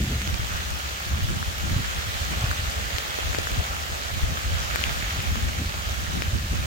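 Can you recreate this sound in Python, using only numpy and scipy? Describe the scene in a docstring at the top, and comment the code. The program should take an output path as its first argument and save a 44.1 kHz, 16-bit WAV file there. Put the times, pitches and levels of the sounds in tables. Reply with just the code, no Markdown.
"""Steady rain hisses and patters on a wide river and the bushes of its bank, over a low wind rumble.
Far drops merge into a wash, nearer ones patter on leaves and water, and a few tick right
beside the microphone. The uneven rumble comes from eddies (swirls of air) that strike
the microphone's two openings, its left and right ports."""
import sys
import numpy as np
from scipy import signal
from scipy.fft import rfft, irfft
from scipy.io import wavfile
from scipy.ndimage import uniform_filter1d

SR = 44100
rng = np.random.default_rng(int(sys.argv[2]) if len(sys.argv) > 2 else 0)


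def unload_audio(sound):
    """Save the sound as a 16-bit wav file, at the path given as the first command line argument."""
    columns = np.transpose(np.atleast_2d(sound))
    # keep every value between -1 and 1, then stretch to whole-number steps
    steps = np.round(np.clip(columns, -1, 1) * 32767)
    wavfile.write(sys.argv[1], SR, steps.astype(np.int16))


N = 293690
TIME = np.arange(N) / SR


def gain_of(db):
    """Turns decibels into a number to multiply a sound by."""
    return 10 ** (np.asarray(db) / 20)


def unit_rms(x):
    """Scales a signal so that its average size (rms) is 1."""
    return x / np.sqrt(np.mean(x ** 2) + 1e-20)


def at_freq(rows, hz, column=1):
    """Reads a table between its rows, on a logarithmic frequency scale."""
    table = np.transpose(rows)
    return np.interp(np.log(hz + 1), np.log(table[0] + 1), table[column])


def at_time(rows, t, column=1):
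    """Reads a table between its rows, at the times t."""
    table = np.transpose(rows)
    return np.interp(t, table[0], table[column])


def add(mix, start_s, sound):
    """Mixes a stereo sound in at the given time."""
    part = mix[:, max(round(start_s * SR), 0):][:, :sound.shape[1]]
    part += sound[:, :part.shape[1]]


def to_spectra(x):
    """Splits sound into short slices; returns frequencies, times and each slice's spectrum."""
    return signal.stft(x, SR, nperseg=1024, noverlap=768)


def to_sound(spectra):
    """Joins the slices back into sound."""
    return signal.istft(spectra, SR, nperseg=1024, noverlap=768)[1][:, :N]


def tick(t, hz, cycles):
    """A hit at t = 0: a steep push, then a cycle or two of fading ringing."""
    turns = t * hz
    decay = np.where(turns < 0, (turns / (0.71 * cycles)) ** 2, turns / cycles)
    return np.cos(2 * np.pi * turns) * np.exp(-decay)


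def plip(t, hz, cycles):
    """A soft hit at t = 0: a short ring that rises faster than it dies."""
    turns = t * hz
    width = cycles * np.where(turns < 0, .85, 1.25)
    return np.sin(2 * np.pi * turns + np.pi / 3) * np.exp(-(turns / width) ** 2)


def wind_strength():
    """Rumble and flutter levels in dB: each gust swells and dies away on top of a breeze."""
    # the light wind between gusts: t/s, relative rumble level/dB
    breeze = [(0, -35), (.7, -32.5), (.95, -38.5), (1.3, -33), (2.1, -35.5), (2.85, -32.5), (3.1, -42),
              (3.7, -34.5), (4.05, -37.5), (5.25, -30), (5.8, -33.5), (6.66, -28.5)]
    # gusts: peak t/s, length/s, relative rumble level/dB, relative flutter level/dB
    gusts = [(.04, 0.2, -27, -29), (.25, 0.21, -29, -38), (1.183, 0.12, -25.5, -39),
             (1.354, 0.12, -31.5, -35), (1.734, 0.14, -27, -34.5), (2.327, 0.064, -41, -36.5),
             (2.447, 0.11, -27.5, -40.5), (3.287, 0.06, -25.5, -45), (3.404, 0.041, -28, -44),
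             (3.585, 0.075, -25, -39), (4.264, 0.15, -27, -39.5), (4.553, .12, -26, -48),
             (5.42, .24, -30.5, -40.5), (5.625, 0.069, -26, -34.5), (6.175, .09, -34, -35.5),
             (6.35, 0.11, -30, -39), (6.587, 0.24, -33, -40)]
    rise_share = 0.59  # part of a gust spent building up
    breeze_db = at_time(breeze, TIME)
    power = gain_of([breeze_db, breeze_db - 13]) ** 2  # a breeze flutters less than it rumbles
    for peak_s, length_s, rumble_db, flutter_db in gusts:
        width = length_s * np.where(TIME < peak_s, rise_share, 1 - rise_share)
        power += gain_of([[rumble_db], [flutter_db]]) ** 2 * np.exp(-((TIME - peak_s) / width) ** 2)
    return 10 * np.log10(power)


def puffs():
    """A random wobble: the wind breaks into puffs, some ten a second."""
    rates_hz = np.geomspace(5, 20, num=24)
    return unit_rms(sum(np.sin(2 * np.pi * (hz * TIME + rng.random())) for hz in rates_hz))


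def eddies(colour, likeness, steadiness):
    """Swirling air presses on both ports, partly alike; steadiness evens out its strength."""
    shape = gain_of(at_freq(colour, np.fft.rfftfreq(N, 1 / SR)))
    left, other = rfft(rng.standard_normal((2, N))) * shape
    right = likeness * left + np.sqrt(1 - likeness ** 2) * other
    pressure = irfft(np.array([left, right]), N)
    power = uniform_filter1d(abs(signal.hilbert(pressure.mean(0))) ** 2, size=3500)
    return unit_rms(pressure / power ** (steadiness / 2))


def buffets():
    """Single compact eddies pass both ports, each as one short thump of pressure."""
    # the thumps: t/s, peak level/dB, f/Hz
    thumps = [(.398, -18, 90), (0.55, -21, 71.6), (1.189, -28, 66), (1.766, -12, 103), (1.989, -21, 62),
              (2.219, -17.5, 70), (2.443, -14, 94), (2.596, -18, 80.6), (2.951, -21, 85),
              (3.574, -20.5, 67), (5.913, -19.5, 72), (6.286, -15, 80), (6.335, -18.5, 82),
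              (6.514, -21, 72)]
    out, lead_s = np.zeros((2, N)), .03
    t = np.arange(0, .1, 1 / SR) - lead_s
    for peak_s, db, hz in thumps:
        skew_s = rng.uniform(-0.00048, 0.00061)  # one port is hit first
        add(out, peak_s - lead_s, gain_of(db) * tick(np.array([t - skew_s, t + skew_s]), hz, cycles=0.6))
    return out


def wind():
    """Large eddies rumble; the harder gusts shed small ones that flutter above them in puffs."""
    # tone of the large, small and finest eddies: f/Hz, relative level/dB
    rumble_colour = [(10, -28), (25, -14.5), (40, -7.5), (55, 1.5), (68, 3.5), (85, -0.5), (110, -7),
                     (150, -18.5), (250, -55.5)]
    flutter_colour = [(70, -27), (120, -1), (160, 0), (210, -3), (290, -13.5), (400, -26), (800, -58)]
    tearing_colour = [(120, -19), (220, 2), (330, 6), (470, -6), (800, -29.5)]
    rumble_db, flutter_db = wind_strength()
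    rumble_puffs, puff_likeness = puffs(), 0.47
    flutter_puffs = puff_likeness * rumble_puffs + np.sqrt(1 - puff_likeness ** 2) * puffs()
    rumble_db = rumble_db + 2.6 * rumble_puffs
    flutter_db = flutter_db + 2.2 * flutter_puffs
    rumble = eddies(rumble_colour, likeness=0.36, steadiness=0.66) * gain_of(rumble_db + 0.75)
    flutter = eddies(flutter_colour, likeness=0.1, steadiness=0.69) * gain_of(flutter_db + 2.5)
    # the finest eddies grow faster than the gust, so hard gusts sound brighter
    tearing = eddies(tearing_colour, likeness=-0.39, steadiness=0.57) * gain_of(1.313 * flutter_db + 4.5)
    return rumble + flutter + tearing + buffets()


def patter(per_s_per_pitch, db_per_size, max_size):
    """Countless small drops, mostly faint, land at random in two separate channels."""
    out, t = np.zeros((2, N)), np.arange(-128, 384) / SR
    for hz in np.geomspace(900, 12000, num=24):
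        lands = rng.random((2, N)) < per_s_per_pitch / SR
        size = np.minimum(rng.exponential(1, (2, N)), max_size)
        hits = lands * gain_of(db_per_size * size) * rng.choice([-1, 1], (2, N))
        drop = tick(t, hz, cycles=rng.uniform(0.48, 1.1))
        out += signal.oaconvolve(hits, np.sqrt(hz) * unit_rms(drop)[None], "same", axes=1)
    # make all frequencies equally strong on average
    spectrum = rfft(out)
    power = uniform_filter1d((abs(spectrum) ** 2).mean(0), size=2001)
    return unit_rms(irfft(spectrum / np.sqrt(power + 1e-9), N))


def rain():
    """Far wash and nearer patter swell together as the shower drifts over river and leaves."""
    # tone of the rain: f/Hz, relative left level/dB, relative right level/dB
    colour = [(170, -10, -10.5), (426, -7.4, -5), (610, -6, -2), (810, -3, -2), (960, -8.5, -6),
              (1290, 0, 0.6), (2090, -4.5, -3.5), (3160, -5.5, -3), (5200, -10, -10.5), (6910, -10.5, -8.5),
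              (7860, -13, -18.5), (8600, -13.5, -21), (9270, -23, -20), (15400, -18, -18)]
    # how the ports share the rain: f/Hz, likeness (0 to 1), phase lead of the left/rad
    ports = [(250, 0.37, -2.5), (440, 0.3, -2.5), (564, 0.68, -1.5), (810, 0.5, -3), (1480, 0.75, -3),
             (1780, 0.21, -3.5), (2330, 0.15, -4.5), (3460, 0.11, -3.5), (5500, 0.08, 1.5)]
    # strength of the shower: t/s, relative level on leaves/dB, relative level on the river/dB
    shower = [(0.0, -40.0, -45.5), (0.4, -39.0, -48.5), (1.45, -39.5, -48.5), (2.3, -37.0, -45),
              (2.9, -38.0, -46.0), (3.4, -37.5, -44), (3.95, -39, -47), (4.45, -39.0, -47),
              (4.8, -36, -46.5), (5.25, -38.0, -45.5), (5.65, -40, -48), (5.95, -39.0, -47.5),
              (6.3, -40.5, -48), (6.66, -39.5, -49.0)]
    # single drops stand out most in the middle range: f/Hz, share of the power (0 to 1)
    drop_share = [(300, 0.16), (1400, 0.44), (3000, 0.19), (7000, 0.23), (13000, 0.15)]
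    hz, t, wash = to_spectra(rng.standard_normal((2, N)))
    drops = to_spectra(patter(per_s_per_pitch=45, db_per_size=3.0, max_size=5.6))[2]
    share = at_freq(drop_share, hz)[:, None]
    left, right = np.sqrt(1 - share) * wash + np.sqrt(share) * drops
    # each port picks up some of the other's sound, at many pitches nearly upside down
    leak = np.arcsin(at_freq(ports, hz))[:, None] / 2
    turn = np.exp(1j * at_freq(ports, hz, column=2))[:, None]
    spectra = np.array([np.cos(leak) * left + np.sin(leak) * turn * right,
                        np.cos(leak) * right + np.sin(leak) * left / turn])
    spectra *= gain_of([at_freq(colour, hz), at_freq(colour, hz, column=2)])[:, :, None]
    # the river fills the bottom of the range, leaves the middle, spray the top
    leaves_db, river_db = at_time(shower, t), at_time(shower, t, column=2)
    spray_db = 0.67 * leaves_db
    low = at_freq([(750, 1), (1200, 0)], hz)[:, None]
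    high = at_freq([(3300, 0.086), (6000, 1)], hz)[:, None]
    bands = [(low, river_db), (1 - low - high, leaves_db), (high, spray_db)]
    swell_db = sum(weight * (db - db.mean()) for weight, db in bands)
    # drops arrive in clumps: random patches, smoothed over pitch and then over time
    patches = uniform_filter1d(rng.standard_normal(left.shape), size=14, axis=0)
    clumps_db = unit_rms(uniform_filter1d(patches, size=10, axis=1))
    flicker_db = 0.27 * unit_rms(uniform_filter1d(rng.standard_normal(len(t)), size=6))
    spectra *= gain_of(swell_db + clumps_db + flicker_db)
    return gain_of(-31) * unit_rms(to_sound(spectra))


def stray_drops(per_s, faint_db, spread_db):
    """Lesser drops fall at random an arm's length away; returns rows like those of fat_drops."""
    when, chance, size, pitch, side, ring = rng.random((300, 6)).T
    db, hz = faint_db + spread_db * size ** 2, 1300 * 3.6 ** pitch
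    pan_db, cycles = 24 * (side - .5), 0.34 + .5 * ring
    # higher drops are crisper and knock less
    knock_db, edge_db = -22 - 8 * pitch, -30 + 14 * pitch
    rows = np.transpose([when * N / SR, db, hz, pan_db, cycles, knock_db, edge_db])
    return rows[chance < per_s * N / SR / len(rows)]


def near_drops():
    """Drops tick beside one port; the other hears them weaker and a moment later."""
    # close drops: t/s, relative level/dB, f/Hz, left minus right/dB, ring/cycles,
    # dull knock/dB, crisp edge/dB (both relative to the drop's level)
    fat_drops = [(.2179, -9.5, 1750, -12, .45, -17, -15), (.2756, -7.5, 2300, -7, .3, -25, -28),
                 (.343, -7, 2900, -8, 0.41, -25, -26), (1.2372, -21, 3000, 3, .4, -18, 2),
                 (1.4281, -10.5, 1480, 9, .9, -24, -28), (1.5835, -15, 2120, -11, .4, -18, -1),
                 (2.5138, -7, 1510, 11, 1, -26, -28), (2.9843, -3, 2800, 12, 0.41, -20, -18),
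                 (3.1883, -11.5, 1140, -3, .46, -3, -28), (3.348, -4, 1650, 19, 0.45, -23, -28),
                 (3.3863, -7.5, 3400, 13, 0.35, -1.5, -28), (3.4714, -9, 1400, 10, .84, -22, -28),
                 (3.5185, -11, 2700, -11, .5, -13, -28), (4.7591, -2.5, 1700, 14, .55, -15, -9),
                 (4.8146, -11, 2390, -16, .4, -22, -28), (4.8397, -1, 2750, 19, 0.96, -23, -28),
                 (4.8676, -10, 1700, 19, 0.67, -22, -28), (4.8939, -8, 1990, -23, .59, -28, -28),
                 (5.108, -13, 1680, 0, .68, -24, -28), (5.2034, -12, 2200, 2, 0.55, -23, -28),
                 (5.357, -10.5, 1330, 7, .5, -16, -26), (5.7428, -11, 2200, 15, 0.31, -22, -28),
                 (6.2217, -3, 1900, 7, .45, -17, -28)]
    strays = stray_drops(per_s=18, faint_db=-25, spread_db=9.0)
    out, lead_s = np.zeros((2, N)), .003
    t = np.arange(0, .03, 1 / SR) - lead_s
    port_t = np.array([t, t - .0004])  # near port, far port
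    for land_s, db, hz, pan_db, cycles, knock_db, edge_db in [*fat_drops, *strays]:
        # the blow and the sharp edge of first contact
        blow = plip(port_t, hz, cycles) + gain_of(-10) * plip(port_t, hz=5300, cycles=0.97)
        edge = gain_of(edge_db) * plip(port_t, hz=12700, cycles=2.2)
        # the dull knock pushes the two ports in opposite directions
        knock = gain_of(knock_db) * plip(t, hz=455, cycles=0.67) * np.array([[1], [-.55]])
        splash = rng.standard_normal(port_t.shape) * (port_t > 0) * np.exp(-abs(port_t) / 0.0039)
        pair = (blow + edge) * gain_of([[0], [-abs(pan_db)]]) + knock + gain_of(-28) * splash
        add(out, land_s - lead_s, gain_of(db - 3.5) * (pair if pan_db > 0 else pair[::-1]))
    return out


def narrow_lows(stereo):
    """Now and then the low sounds shrink briefly to the centre between left and right."""
    # narrow moments: start t/s, end t/s, top f/Hz, change in the side level/dB
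    narrowings = [(-.1, .27, 1010, -18), (.93, 1.064, 450, -11), (2.402, 2.463, 650, -18),
                  (3.62, 3.7, 500, -12), (5.07, 5.17, 750, -20), (5.588, 5.693, 750, -15),
                  (6.27, 6.33, 500, -12), (6.42, 6.51, 600, -16)]
    centre, fade_s = stereo.mean(0), .02
    hz, t, side = to_spectra(stereo - centre)
    for start_s, end_s, top_hz, side_db in narrowings:
        inside = np.clip(np.minimum(t - start_s, end_s - t) / fade_s + .5, 0, 1)
        side = side * gain_of(side_db * inside / (1 + (hz[:, None] / top_hz) ** 8))
    return centre + to_sound(side)


def scene():
    """Rain all around, close drops, and wind on the microphone."""
    return narrow_lows(rain() + near_drops() + wind())


def record(dry):
    """Cuts away the very highest treble."""
    cutoff_hz = 15950
    low_pass = signal.firwin(511, cutoff_hz, window=("kaiser", 9), fs=SR)
    return signal.oaconvolve(dry, low_pass[None], "same")


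dry = scene()
out = record(dry)
unload_audio(out)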